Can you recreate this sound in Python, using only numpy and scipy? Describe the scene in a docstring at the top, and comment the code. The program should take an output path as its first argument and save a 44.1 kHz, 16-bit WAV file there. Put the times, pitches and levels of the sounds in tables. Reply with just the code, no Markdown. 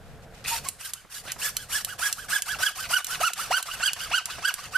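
"""Outdoors in a yard: a hacksaw cuts a plastic drain pipe, a little over three pushes a second.
Under a low rumble and thin hiss, a ground sheet rustles and the pipe knocks on its rest.
The blade skids on the cut wall and snaps in its frame as the arm turns round.
The tooth rate rises and falls with each stroke, so the pipe squeaks in arches over the rasp of chips."""
import sys
import numpy as np
from scipy import signal
from scipy.fft import rfft, irfft, next_fast_len
from scipy.io import wavfile
from scipy.ndimage import uniform_filter1d

SR = 44100
rng = np.random.default_rng(int(sys.argv[2]) if len(sys.argv) > 2 else 0)


def transcribe(signal):
    """Save signal, clipped to [-1, 1], as a 16-bit WAV file at the path in sys.argv[1]."""
    frames = np.atleast_2d(signal).T
    limited = np.clip(frames, -1, 1)
    pcm = np.round(limited * 32767).astype(np.int16)
    wavfile.write(sys.argv[1], SR, pcm)


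N = 210397

# spectra of rumble, hiss, skid, snap and chips: (frequency [Hz], gain [dB])
RUMBLE_SPECTRUM = [(12, -20), (20, 3.5), (151, 1.5), (275, -10), (387, -14.5), (439, -5.5), (536, -7),
                   (608, -8.5), (715, -8), (755, -9.5), (1120, -21), (1500, -14.5), (1950, -24),
                   (3300, -120)]
HISS_SPECTRUM = [(200, -53), (500, -10), (1200, 5), (2500, -0.5), (6000, -8.5), (14000, -13), (16000, -98)]
SKID_SPECTRUM = [(400, -36), (1200, -8), (1700, -8), (2000, 1), (2250, -7), (2520, 6.5), (3000, -6),
                 (4000, -2.5), (9000, -36)]
SNAP_SPECTRUM = [(300, -20.5), (1500, -10), (3000, -1.5), (5000, 0), (8000, 4.5), (12000, 3), (14500, -7),
                 (16500, -25)]
CHIP_SPECTRUM = [(120, -20.5), (330, -17), (600, -8), (1200, 2.5), (2000, -0.5), (3200, -3), (4200, 0),
                 (6000, -1), (9000, -2), (12000, -4), (14200, -5.5), (16000, -108)]
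# rumble envelope: (time [s], level [dB])
RUMBLE_LEVELS = [(0.0, -45.5), (0.65, -44.5), (0.74, -54.5), (1.13, -60.5), (1.23, -51), (2.47, -48),
                 (2.59, -47.5), (4.77, -48)]
# yard echo: (frequency [Hz], T60 [s])
YARD_DECAY = [(200, 0.044), (1500, 0.29), (3000, 0.39), (7000, 0.39), (14000, 0.26)]
# stereo width: (frequency [Hz], side gain [dB])
SIDE_SPECTRUM = [(100, 14), (700, -11), (1400, -12.5), (2800, -8.5), (4500, -4.5), (7000, 0.5), (14000, -3)]
# ground sheet rustles: (time [s], half width [s], level [dB])
RUSTLES = [(0.1, 0.1, -60), (0.237, 0.015, -55), (0.352, 0.0065, -55), (0.39, 0.068, -53.5)]
# pipe shifts on its rest: (time [s], level [dB])
KNOCKS = [(0.408, -56), (1.048, -43), (1.253, -36), (1.276, -33.5), (1.361, -36), (4.085, -49),
          (4.382, -31.5)]
# blade skids: (start [s], end [s], level [dB])
SKIDS = [(0.441, 0.593, -38), (0.636, 0.68, -55), (1.272, 1.33, -41.5), (2.839, 2.873, -37.5),
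         (3.141, 3.165, -37)]
# blade snaps: (time [s], level [dB])
SNAPS = [(0.6866, -9.5), (0.9349, -11.5), (1.3184, -10.5), (1.5673, -7.5), (1.847, -8.5), (2.1268, -8),
         (2.421, -10), (3.045, -13), (3.0678, -16), (3.3337, -13), (3.6268, -13.5), (3.9323, -11),
         (4.2563, -12.5), (4.5401, -10.5)]
# blade and frame modes: (frequency [Hz], level [dB], T60 [s])
FRAME_MODES = [(2733, -7, .05), (3046, -5, .06), (4102, 0, .03), (4315, -4, .03), (4873, -1, .03),
               (5700, -4, .025), (6572, -1, .02), (6778, -3, .02), (7500, -1, .02), (8349, -3, .015),
               (9300, -3, .015), (11018, -3, .012)]
# pipe modes: (frequency [Hz], bandwidth [Hz], gain [dB])
PIPE_MODES = [(732, 89, -4), (917.5, 20, -21), (1336, 390, -9.5), (1498.6, 39, -5), (1646.4, 77, -8.5),
              (2220, 27, -7), (2640, 290, -3.5), (2884, 30, 5.5), (3020, 100, -5), (3370, 61, -8),
              (4440, 52, -7), (4730, 59, -1.5), (5650, 176, -3.5), (6250, 36, -39), (7550, 420, -15),
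              (9050, 580, -3.5), (11860, 89, 2)]
# saw strokes: (start [s], length [s], top tooth rate [Hz], force [dB], entry catch [dB])
PUSHES = [(0.441, 0.17, 947, -38, -20), (0.783, 0.14, 1605, -53, 24.5), (1.095, 0.13, 1738, -56.5, 12),
          (1.382, 0.14, 1777, -40, 3), (1.686, 0.14, 1743, -37, 5), (1.98, 0.15, 1725, -33, 9),
          (2.283, .13, 1754, -31.5, 2), (2.586, 0.14, 1665, -30.5, 12.5), (2.889, 0.13, 1552, -29, 9.5),
          (3.192, .131, 1457, -29, 18), (3.494, .126, 1587, -29, 23.5), (3.787, 0.14, 1650, -33, 10.5),
          (4.097, 0.13, 1595, -31, 13.5), (4.405, 0.13, 1662, -30.5, 3), (4.708, 0.11, 1558, -30, -3.5)]
PULLS = [(0.629, 0.081, 1127, -47, 18), (0.921, 0.13, 1574, -60, 11), (1.226, 0.13, 1644, -50.5, 2),
         (1.534, 0.15, 1692, -52.5, 2), (1.852, .119, 1613, -45, 0.5), (2.15, 0.14, 1680, -46.5, 10),
         (2.452, 0.13, 1700, -36.5, 4), (2.75, 0.15, 1606, -43, 7.5), (3.059, 0.14, 1520, -41, 0.5),
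         (3.357, 0.14, 1480, -41, 18), (3.652, 0.15, 1504, -45, 17.5), (3.959, 0.15, 1605, -45.5, 0),
         (4.254, 0.16, 1500, -49, 17.5), (4.556, 0.15, 1429, -52.5, 28)]
# rasp as the blade sinks in: (time [s], treble [dB], stroke start over end [dB])
CUT_DEPTH = [(0.498, 3, 5.5), (.9, 4.5, -7), (1.8, 2, 2.5), (2.6, -1, 10.5), (3.4, -3, 4), (4.6, -16, 2.5)]
# cut pinches the blade: (time [s], push rasp gain [dB], pull rasp gain [dB])
PINCH = [(.63, 0.5, -6), (.92, .5, -17), (1.22, 2.5, -8), (2.15, 0, -6), (2.75, 0.5, 1), (4.25, -4, 6)]
# overtones against the tooth note: (time [s], level [dB])
OVERTONE_LEVELS = [(.44, -13), (.7, 0.5), (1.7, -2.5), (2.0, -9.5), (2.7, -2.5), (3.4, -5.5), (3.8, 4),
                   (4.4, -3.5), (4.65, -17)]
# two bites per push in the groove: (delay [s], half width [s], note boost [dB], overtone boost [dB])
GROOVE_BITES = [(.05, 0.0093, 15.5, 5), (.082, .013, 13, 7)]
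# catch on entry: (delay [s], half width [s], overtone share [ratio])
PUSH_CATCH, PULL_CATCH = (0.019, 0.018, 0.78), (0.037, 0.014, 0.064)

PUSH_FASTEST, PULL_FASTEST = .53, .49  # share of the stroke before top speed


def amp(db):
    """Decibels to gain."""
    return 10 ** (np.asarray(db) / 20)


def unit(x):
    """Scale to rms 1."""
    return x / np.sqrt(np.mean(x ** 2) + 1e-20)


def log_interp(points, hz):
    """Interpolate over log frequency."""
    f, value = np.transpose(points)
    return np.interp(np.log(hz + 1), np.log(f + 1), value)


def colour(x, spectrum):
    """Filter by a spectrum in dB."""
    size = next_fast_len(2 * x.shape[-1])
    gain = amp(log_interp(spectrum, np.fft.rfftfreq(size, 1 / SR)))
    return irfft(rfft(x, size) * gain, size)[..., :x.shape[-1]]


def wobble(hz):
    """Smooth, bounded random drift; rms 1, bandwidth about hz."""
    size = next_fast_len(N, real=True)
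    lowpass = np.exp(-(np.fft.rfftfreq(size, 1 / SR) / hz) ** 2)
    drift = irfft(rfft(rng.standard_normal(size)) * lowpass, size)[:N]
    return unit(np.tanh(unit(drift) / 2))


def add(mix, start_s, sound):
    """Mix a sound in at start_s."""
    part = mix[max(round(start_s * SR), 0):][:len(sound)]
    part += sound[:len(part)]


def rumble_dips(threshold_db=-38.5, db_per_db=2.24, delay_s=0.03, fall_s=0.053, recover_s=0.18):
    """Rumble attenuation in dB: quickly down in each hard push, slowly back."""
    t, corners_s = np.arange(N) / SR, np.cumsum([delay_s, fall_s, recover_s])
    return sum(db_per_db * max(force_db - threshold_db, 0) * np.interp(t - start_s, corners_s, [0, 1, 0])
               for start_s, _, _, force_db, _ in PUSHES)


def outdoors(hiss_db=-60):
    """Lumpy low rumble and thin steady hiss."""
    mid, side = unit(colour(rng.standard_normal((2, N)), RUMBLE_SPECTRUM))
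    side = colour(side, [(25, 3), (60, -33), (300, -8), (700, -15.5)])
    envelope_db = np.interp(np.arange(N) / SR, *np.transpose(RUMBLE_LEVELS))
    level = amp(envelope_db - rumble_dips() + 0.62 * wobble(29) - 2.15)
    hiss = unit(colour(rng.standard_normal((3, N)), HISS_SPECTRUM))
    return level * (mid + np.array([side, -side])) + amp(hiss_db) * (hiss[2] + .5 * hiss[:2])


def yard(mid, side, echo_db=-14):
    """Short echo off ground and fence; mid/side in, left/right out."""
    hz, t, bins = signal.stft(rng.standard_normal((2, SR // 2)), SR, nperseg=256)
    decay = amp(-60 * t / log_interp(YARD_DECAY, hz)[:, None])
    tail = signal.istft(bins * decay, SR, nperseg=256)[1]
    tail = np.pad(tail, ((0, 0), (200, 0)))  # pre-delay
    echo = amp(echo_db) * signal.fftconvolve(mid[None], tail / np.linalg.norm(tail[0]), axes=1)[:, :N]
    mid, side = mid + echo[0], colour(side + echo[1], SIDE_SPECTRUM)
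    return np.array([mid + side, mid - side])


def scatter(x, decay_s=0.00073):
    """Nearby clutter smears sound arriving from the sides."""
    taps = rng.standard_normal(1024) * np.exp(-np.arange(1024) / SR / decay_s)
    return signal.fftconvolve(x, taps / np.linalg.norm(taps))[:N]


def sheet_rustle(grain_db=2.0):
    """Creases in the plastic sheet give way in clumps."""
    t = np.arange(N) / SR
    level = sum(amp(db) * np.exp(-((t - at_s) / half_s) ** 2) for at_s, half_s, db in RUSTLES)
    creases = rng.standard_normal((2, N)) * amp(grain_db * wobble(400))
    return level * unit(colour(creases, [(400, -17), (2000, 2.5), (4500, -1.5), (8000, -5.5), (14000, -14)]))


def pipe_knocks(decay_s=0.0083):
    """Dull bumps of the pipe on the ground sheet."""
    out, t = np.zeros(N), np.arange(2000) / SR
    for at_s, db in KNOCKS:
        burst = rng.standard_normal(len(t)) * np.exp(-t / decay_s)
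        thud = colour(burst, [(60, -35), (200, 1), (700, 8), (2000, -2), (6000, -42)])
        add(out, at_s, amp(db) * thud / abs(thud).max())
    return out


def blade_skids(rough_db=4.0):
    """Hard, rough scrapes across the smooth wall."""
    level = np.zeros(N)
    for start_s, end_s, db in SKIDS:
        add(level, start_s, amp(db) * signal.windows.tukey(round((end_s - start_s) * SR), .15))
    friction = rng.standard_normal(N) * amp(rough_db * wobble(460))
    return level * unit(colour(friction, SKID_SPECTRUM))


def blade_snaps(crack_s=0.00053, rattle_s=0.0047, rattle_db=-12, ring_db=-23.5):
    """The slack blade slides onto its pin: crack, brief rattle, steel ring."""
    out, t = np.zeros(N), np.arange(3000) / SR
    rise = np.minimum(t / .0007, 1) ** 2
    envelope = rise * (np.exp(-t / crack_s) + amp(rattle_db) * np.exp(-t / rattle_s))
    for at_s, snap_db in SNAPS:
        tilt_db_per_oct = 0.85 - 0.665 * at_s  # duller as the cut grips the blade
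        spectrum = [(hz, db + tilt_db_per_oct * np.log2(hz / 6000)) for hz, db in SNAP_SPECTRUM]
        crack = colour(rng.choice([-1, 1], len(t)) * envelope, spectrum)
        ring = sum(2 * rng.random() * amp(db - 60 * t / t60_s)
                   * np.sin(2 * np.pi * (hz * t + rng.random())) for hz, db, t60_s in FRAME_MODES)
        add(out, at_s, amp(snap_db - 2.0) * (crack + amp(ring_db) * rise * ring))
    return out


def pipe_wall(force, direct_db):
    """The wall answers a force at once, then rings in its modes."""
    t = np.arange(4096) / SR
    ring = sum(amp(db) * 2 * np.pi * width_hz / SR * np.exp(-np.pi * width_hz * t)
               * np.cos(2 * np.pi * hz * t) for hz, width_hz, db in PIPE_MODES)
    ring[0] += amp(direct_db)
    return signal.fftconvolve(force, ring)


def strokes(full_force_db=-30, full_rasp_db=-31.5, rasp_db_per_db=0.57):
    """Timing and tooth rate per stroke; force sets the rasp, note and overtone levels."""
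    pinch_s, push_db, pull_db = np.transpose(PINCH)
    for table, fastest, pinch_db in (PUSHES, PUSH_FASTEST, push_db), (PULLS, PULL_FASTEST, pull_db):
        for start_s, length_s, top_hz, force_db, _ in table:
            rasp_db = full_rasp_db + rasp_db_per_db * (force_db - full_force_db)
            rasp_db += np.interp(start_s, pinch_s, pinch_db)
            overtone_db = force_db + np.interp(start_s, *np.transpose(OVERTONE_LEVELS))
            fastest_s, end_s = start_s + fastest * length_s, start_s + length_s
            yield start_s, fastest_s, end_s, top_hz, rasp_db, force_db, overtone_db


def blade_motion(start_s, fastest_s, end_s, top_hz, cling=0.6, lock_hz=100):
    """Samples, speed and tooth rate of a stroke; the rate clings to the low pipe modes."""
    span = np.arange(round(start_s * SR), min(round(end_s * SR), N))
    progress = np.interp(span / SR, [start_s, fastest_s, end_s], [0, .5, 1])
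    speed = abs(np.sin(np.pi * progress)) ** .85
    free_hz = top_hz * speed
    shift_hz = sum((hz - free_hz) * np.exp(-((free_hz - hz) / lock_hz) ** 2) for hz, *_ in PIPE_MODES[:5])
    return span, speed, free_hz + cling * shift_hz


def bites(groove_formed_s=1.9, shallow_db=48, fade_db_per_s=16):
    """Note and overtone boosts in dB: each stroke catches on entry, then a push bites once or twice."""
    note_boost_db, overtone_boost_db, t = np.zeros(N), np.zeros(N), np.arange(SR // 5) / SR
    digs = []
    for table, (delay_s, half_s, share) in (PUSHES, PUSH_CATCH), (PULLS, PULL_CATCH):
        digs += [(start_s, (delay_s, half_s, db, share * db)) for start_s, *_, db in table]
    for start_s, length_s, *_ in PUSHES:
        # shallow cut: one bite at top speed, softer as the groove forms
        shallow = (PUSH_FASTEST * length_s + .0021, .22 * length_s,
                   shallow_db - fade_db_per_s * start_s, 5.5)
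        digs += [(start_s, bite) for bite in ([shallow] if start_s < groove_formed_s else GROOVE_BITES)]
    for start_s, (delay_s, half_s, note_db, overtone_db) in digs:
        bump = np.exp(-((t - delay_s) / half_s) ** 2)
        add(note_boost_db, start_s, note_db * bump)
        add(overtone_boost_db, start_s, overtone_db * bump)
    return note_boost_db, overtone_boost_db


def chip_flicker(x, depth_db=3.5):
    """Each chip tears with its own ring: the colour keeps shifting."""
    bins = signal.stft(x, nperseg=512, noverlap=384)[2]
    field = uniform_filter1d(rng.standard_normal(bins.shape[-2:]), size=3, axis=0)
    field = unit(uniform_filter1d(field, size=6, axis=1))
    return signal.istft(bins * amp(depth_db * field), nperseg=512, noverlap=384)[1][..., :N]


def chip_rasp(clump_db=2.5, tooth_depth=0.24, repeat=0.23, bite_share=0.33, split_hz=4500):
    """Chips tear off in time with the teeth; returns mid and side."""
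    out, blade_speed = np.zeros((2, N)), np.zeros(N)
    depth_s, treble_db, lean_db = np.transpose(CUT_DEPTH)
    chips = rng.standard_normal((2, N)) * amp(clump_db * wobble(45) + bite_share * bites()[1])
    for start_s, fastest_s, end_s, top_hz, rasp_db, _, _ in strokes():
        span, speed, tooth_hz = blade_motion(start_s, fastest_s, end_s, top_hz)
        # each tooth meets the same roughness as the one before
        earlier = np.round(span - SR / (tooth_hz + 200)).astype(int)
        pulsing = 1 + tooth_depth * np.cos(2 * np.pi * np.cumsum(tooth_hz) / SR)
        torn = (chips[:, span] + repeat * chips[:, earlier]) * pulsing
        lean = amp(np.interp(start_s, depth_s, lean_db) * np.linspace(.5, -.5, len(span)))
        out[:, span] += amp(rasp_db) * unit(torn * speed ** .5 * lean)
        blade_speed[span] = speed
    body = signal.sosfilt(signal.butter(1, split_hz, fs=SR, output="sos"), out)
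    # faster teeth tear brighter
    treble_gain = amp(np.interp(np.arange(N) / SR, depth_s, treble_db) + 3.0) * blade_speed ** .6
    force = chip_flicker(colour(body + (out - body) * treble_gain, CHIP_SPECTRUM))
    return np.array([pipe_wall(row, direct_db=-1.5)[:N] for row in force])


def tooth_squeak(grab_db=1.5, fall_db_per_oct=8.5, flutter_db=5.0):
    """Teeth hammer the pipe; uneven blows make the note waver and each overtone flutter."""
    out, orders = np.zeros(N), np.arange(2, 9)[:, None]
    note_boost_db, overtone_boost_db = bites()
    waver, skip = .02 * wobble(90), .02 * wobble(1100)
    grab = amp(grab_db * wobble(90) + note_boost_db)
    flutter = np.array([wobble(79) for _ in orders])
    overtone_gain = amp(flutter_db * flutter + overtone_boost_db - fall_db_per_oct * np.log2(orders))
    for start_s, fastest_s, end_s, top_hz, _, note_db, overtone_db in strokes():
        span, speed, tooth_hz = blade_motion(start_s, fastest_s, end_s, top_hz)
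        # a lightly pressed blade skips, a slow one judders
        looseness = amp(.65 * np.clip(-29 - note_db, 0, 18))
        judder = .7 + 4 * (1 - speed)
        jitter = judder * (waver[span] + looseness * skip[span])
        phase = 2 * np.pi * np.cumsum(tooth_hz * (1 + jitter)) / SR
        note = pipe_wall(speed ** 1.61 * grab[span] * np.sin(phase), direct_db=-69)
        blows = (overtone_gain[:, span] * np.cos(orders * phase)).sum(0) * speed ** 2.43
        overtones = pipe_wall(blows, direct_db=-7)
        squeak = amp(note_db) * unit(note) + amp(overtone_db) * unit(overtones)
        add(out, start_s, squeak * np.sqrt(len(note) / len(span)))
    return amp(-3.0) * out


def hacksaw():
    """All blade and pipe sound, as mid and side."""
    ringing = tooth_squeak() + blade_skids() + blade_snaps() + pipe_knocks()
    mid, side = chip_rasp()
    return ringing + mid, amp(-1.0) * scatter(ringing) + side


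def scene():
    """Saw slightly right, over sheet and background."""
    return yard(*hacksaw()) * amp([[-.5], [.5]]) + sheet_rustle() + outdoors()


def record(dry, cutoff_hz=14500):
    """Low-pass band limit."""
    taps = signal.firwin(255, cutoff_hz, window=("kaiser", 8), fs=SR)
    return signal.oaconvolve(dry, taps[None], "same")


dry = scene()
out = record(dry)
transcribe(out)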